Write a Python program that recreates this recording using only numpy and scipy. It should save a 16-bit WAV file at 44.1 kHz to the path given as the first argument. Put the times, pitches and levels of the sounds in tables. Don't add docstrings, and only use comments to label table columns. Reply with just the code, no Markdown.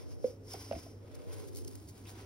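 import sys
import numpy as np
from scipy import signal
from scipy.fft import rfft, irfft
from scipy.io import wavfile

SR = 44100
rng = np.random.default_rng(int(sys.argv[2]) if len(sys.argv) > 2 else 0)


def materialize(psi):
    bounded = np.clip(np.atleast_2d(psi).T, -1, 1)
    quanta = np.round(bounded * 32767).astype(np.int16)
    wavfile.write(sys.argv[1], SR, quanta)


N = 99225
T = np.arange(N) / SR
HZ = np.maximum(np.fft.rfftfreq(N, 1 / SR), 1)


def from_db(db):
    return 10 ** (np.asarray(db) / 20)


def rms_one(x):
    return x / np.sqrt(np.mean(x ** 2) + 1e-20)


def in_time(rows):
    s, *columns = np.transpose(rows)
    return [np.interp(T, s, column) for column in columns]


def in_hz(rows):
    hz, *columns = np.transpose(rows)
    return [np.interp(np.log(HZ), np.log(hz), column) for column in columns]


def drift(rate_hz):
    spectrum = rfft(rng.standard_normal(N))
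    return rms_one(irfft(spectrum / (1 + (HZ / rate_hz) ** 4), N))


def moving_band(hz, width_hz):
    turn = 2 * np.pi * np.cumsum(hz) / SR
    return drift(width_hz / 2) * np.cos(turn) + drift(width_hz / 2) * np.sin(turn)


def noise(colour, alike, lead=0):
    mid, side = rfft(rng.standard_normal((2, N)))
    alike = np.clip(alike, -.99, .99)
    mid = np.sqrt(1 + alike) * mid
    side = np.sqrt(1 - alike) * side
    left = mid + side
    right = (mid - side) * np.exp(-1j * lead)
    return rms_one(irfft(np.array([left, right]) * from_db(in_hz(colour)[0]), N))


def burst(start, rise, fade):
    age = np.maximum(T - start, 0)
    return (1 - np.exp(-age / rise)) * np.exp(-age / fade)


def rippled(x):
    ripple_db, delay_spread_s = 2.5, 0.0072
    echoes = rng.standard_normal(N) * np.exp(-T / delay_spread_s)
    ripple = rms_one(rfft(echoes).real)
    return irfft(rfft(x) * from_db(ripple_db * ripple), N)


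def hairs():
    slips_per_s, spread_db, fade_s = 1300, 2, 0.0005
    strengths = from_db(spread_db * np.minimum(rng.exponential(1, N), 4))
    slips = (rng.random(N) < slips_per_s / SR) * strengths
    return rms_one(signal.lfilter([1], [1, -np.exp(-1 / (fade_s * SR))], slips + 1e-18))


def fur():
    # peak in seconds, half length in seconds (to 1/e),
    # hiss level in dB, palm rub level in dB.
    stroke_rows = [(0, 0.03, -61.5, -61), (0.119, 0.021, -62, -67), (.275, 0.029, -58.5, -67),
                   (0.52, 0.02, -51.5, -63), (0.544, 0.0097, -70, -52), (0.629, 0.046, -53, -58),
                   (0.788, 0.058, -57.5, -62), (1.169, 0.072, -68.5, -63.5), (1.328, 0.028, -72, -60),
                   (1.395, 0.069, -59.5, -60.5), (1.581, 0.017, -53, -68.5), (1.724, 0.11, -62, -69),
                   (1.979, 0.031, -63, -65.5), (2.092, 0.023, -56.5, -59.5), (2.19, 0.039, -62, -57)]
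    # peak in seconds, level in dB, half length in seconds.
    flick_rows = [(0.537, -43, 0.0063), (1.153, -56.5, 0.006), (1.336, -54, 0.015), (1.484, -56, 0.012),
                  (1.55, -49.5, 0.0018), (1.56, -49, 0.0025), (1.572, -46, 0.0028), (1.649, -47, 0.0025),
                  (1.68, -48.5, .005), (1.755, -49.5, 0.0023), (1.895, -55.5, 0.014)]
    # frequency in Hz, level in dB.
    head_colour = [(1500, -11), (4000, -6.5), (5500, 4.5), (7600, -7.5), (8400, -4), (10500, -7),
                   (12700, -7.5), (15700, -12)]
    back_colour = [(1500, -16), (3500, -7), (4300, -1.5), (7500, 0), (10000, -3), (15700, -6)]
    rub_colour = [(300, -25), (750, 10.5), (1600, 3), (6000, -5.5), (10000, -82)]
    # frequency in Hz,
    # likeness of the sides from 0 to 1, lead of the left in radians.
    port_rows = [(3300, 0, 0.5), (5940, 1, 1.4), (6090, 1, 1.56), (7320, 1, 2.95), (10400, 1, 6.03),
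                 (15700, 1, 11.5)]
    on_back_s, back_hairs_db = 1.0, -2.5
    drag_db, drag_hz = 1.0, 40.8
    stroke_shape = 1.244

    ports = in_hz(port_rows)
    on_back = np.clip((T - on_back_s) * 10, 0, 1)
    head_hiss = np.sqrt(1 - on_back) * noise(head_colour, *ports)
    hiss = head_hiss + np.sqrt(on_back) * noise(back_colour, *ports)

    crisp = on_back * from_db(back_hairs_db)
    grain = np.sqrt((1 + (crisp * hairs()) ** 2) / (1 + crisp ** 2))
    texture = grain * from_db(drag_db * drift(drag_hz))

    s, half, hiss_db, rub_db = np.transpose(stroke_rows)
    swells = np.exp(-np.abs((T[:, None] - s) / half) ** stroke_shape)
    fingers = np.sqrt(swells @ from_db(hiss_db) ** 2)
    palm = np.sqrt(swells @ from_db(rub_db) ** 2)
    flicks = sum(from_db(db) * np.exp(-((T - peak) / width) ** 2) for peak, db, width in flick_rows)
    coat = np.hypot(fingers, flicks) * rippled(hiss)
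    rub = palm * rippled(noise(rub_colour, alike=0.27, lead=0.64))
    return texture * (coat + rub)


def rasps():
    # start in seconds, length of the climb in seconds,
    # level in dB before the contact curve, first and last centre in Hz.
    rasp_rows = [(1.286, 0.13, -64, 2000, 4350), (2.054, 0.073, -58, 2210, 5760)]
    width_hz, edge_s = 1630, 0.0029
    grain_db, grain_hz = 4.5, 255
    out = 0
    for s, length, db, first_hz, last_hz in rasp_rows:
        contact = np.interp(T - s, [0, edge_s, length, length + 2 * edge_s], [0, 0.66, 0.072, 0.16])
        hz = np.interp(T - s, [0, length], [first_hz, last_hz])
        shared, left, right = (moving_band(hz, width_hz) for _ in range(3))
        band = rms_one(shared + .5 * np.array([left, right]))
        out = out + from_db(db) * contact * band
    return out * rms_one(from_db(grain_db * drift(grain_hz)))


def brush():
    # time in seconds, level in dB before resonances and pan, centre in Hz.
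    brush_rows = [(0, -61, 469), (.42, -62.5, 430.2), (1.04, -62.5, 452.4), (1.11, -60, 465),
                  (1.27, -54.5, 485.7), (1.72, -56, 346), (1.84, -67, 299.6), (2.25, -57, 390)]
    # multiple of the centre, level in dB.
    mode_rows = [(.76, -7), (1, -0.5), (1.27, -6)]
    width_hz = 103
    db, hz = in_time(brush_rows)
    bands = sum(from_db(mode_db) * moving_band(multiple * hz, width_hz) for multiple, mode_db in mode_rows)
    return from_db(db) * bands * from_db([[-1.8], [1.5]])


def toy():
    # start in seconds, level in dB before the pan, pitch in Hz, fade in seconds,
    # level of the lingering ring in dB relative to the knock.
    knock_rows = [(.2427, -10, 504, 0.0063, -34.5), (0.5415, -27, 723, 0.0026, -33),
                  (.5485, -29, 410, 0.0025, -25), (.7125, -15, 597, 0.0026, -29.5),
                  (.7305, -23.5, 661.6, 0.0031, -19.5), (.7565, -43, 718, 0.0039, -20),
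                  (.7635, -28, 297.4, 0.0022, -23.5), (.864, -35.5, 655, 0.0042, -35)]
    # start in seconds, level in dB before the pan.
    tick_rows = [(0.2437, -56), (0.7103, -48), (0.7233, -45.5), (0.751, -52), (0.758, -57)]
    # frequency in Hz, level in dB.
    tick_colour = [(1600, 1.5), (2600, 5), (3400, -7), (5500, -3), (10000, -50)]
    rise_share, linger_fades = 0.84, 13.8
    damp_s = 0.019
    rough, rough_width_hz = 0.44, 163
    body_hz, body_db, body_fade_s = 245, -20, 0.0071
    pan_db, left_lag_s = 3, .0001

    rings = 0
    for s, db, hz, fade, linger_db in knock_rows:
        age = T - s - np.array([[left_lag_s], [0]])
        rise, hold = rise_share * fade, linger_fades * fade
        tone = np.sin(2 * np.pi * hz * age)
        ring = burst(s, rise, fade) * tone
        uneven = .5 * tone + rough * moving_band(np.full(N, hz), rough_width_hz)
        damping = np.interp(T - s, [hold, hold + damp_s], [1, 0])
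        linger = burst(s, rise, 2 * hold) * damping * uneven
        body = burst(s, rise, body_fade_s) * np.sin(2 * np.pi * body_hz * age)
        rings = rings + from_db(db) * (ring + from_db(linger_db) * linger + from_db(body_db) * body)
    ticks = sum(from_db(db) * burst(s, 0.0002, 0.006) for s, db in tick_rows)
    clatter = ticks * noise(tick_colour, alike=0.16)
    return (rings + clatter) * from_db([[-pan_db / 2], [pan_db / 2]])


def thumps():
    # start in seconds, level of the puff in dB before its rise and fade.
    thump_rows = [(0.741, -43), (1.835, -52.5)]
    # frequency in Hz, level in dB.
    puff_colour = [(30, -2), (70, 1), (300, 19), (800, -43)]
    rise_s, fade_s = 0.014, 0.021
    tone_hz, tone_db = 78.4, 12.5
    puff = noise(puff_colour, alike=0.95)
    out = 0
    for s, db in thump_rows:
        tone = from_db(tone_db) * np.sin(2 * np.pi * tone_hz * (T - s))
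        out = out + from_db(db) * burst(s, rise_s, fade_s) * (puff + tone)
    return out


def room(x):
    t60_s, level_db, gap_s = 0.11, -12, 0.0092
    tail = noise([(100, -13.5), (8000, -20)], alike=0.31)
    tail = tail * from_db(-60 * T / t60_s) * (T > gap_s)
    return from_db(level_db) * signal.fftconvolve(x, rms_one(tail) / np.sqrt(N), axes=1)[:, :N]


def background():
    # start in seconds, end in seconds.
    sweep_rows = [(-.05, 0.21), (1.18, 1.71)]
    # peak in seconds, peak level in dB.
    throb_rows = [(1.368, -48.5), (1.44, -56), (1.505, -54), (1.575, -59), (1.633, -52.5), (1.70, -56),
                  (1.77, -52)]
    # frequency in Hz, level in dB.
    rumble_colour = [(30, -19), (85, 12.5), (170, -2), (800, -17), (2000, -59)]
    drone_colour = [(25, -14.5), (85, 1.5), (160, -10), (260, -5), (900, -55.5)]
    air_colour = [(190, -25), (275, 6), (340, -1), (1600, -23), (5500, -36), (15000, -39.5)]
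    rise_s, fall_s, dip_db = 0.095, 0.12, -17
    rumble_db, drone_db, air_db = -45, -56.5, -59
    hum_hz, hum_db, waver_db, waver_hz = 100, -53, 2, 66
    throb_half_s = .024

    sweeping = sum(np.interp(T, [start - rise_s, start, end, end + fall_s], [0, 1, 1, 0])
                   for start, end in sweep_rows)
    tone = np.sin(2 * np.pi * hum_hz * T)
    hum = from_db(hum_db + waver_db * drift(waver_hz)) * np.sqrt(2) * tone
    drone = from_db(drone_db) * noise(drone_colour, alike=0.94)
    lows = (hum + drone) * from_db(dip_db * sweeping)
    throbs = tone * sum(from_db(db) * np.exp(-((T - peak) / throb_half_s) ** 2) for peak, db in throb_rows)
    rumble = from_db(rumble_db) * sweeping * noise(rumble_colour, alike=-0.99)
    air_alike = in_hz([(250, 0.77), (1200, 0.033)])[0]
    air = from_db(air_db) * noise(air_colour, alike=air_alike)
    return lows + throbs + rumble + air


def scene():
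    knocks = toy()
    return fur() + rasps() + brush() + knocks + room(knocks) + thumps() + background()


def record(dry):
    lowpass = signal.ellip(12, .1, 70, 15800, fs=SR, output="sos")
    return signal.sosfilt(lowpass, dry)


dry = scene()
out = record(dry)
materialize(out)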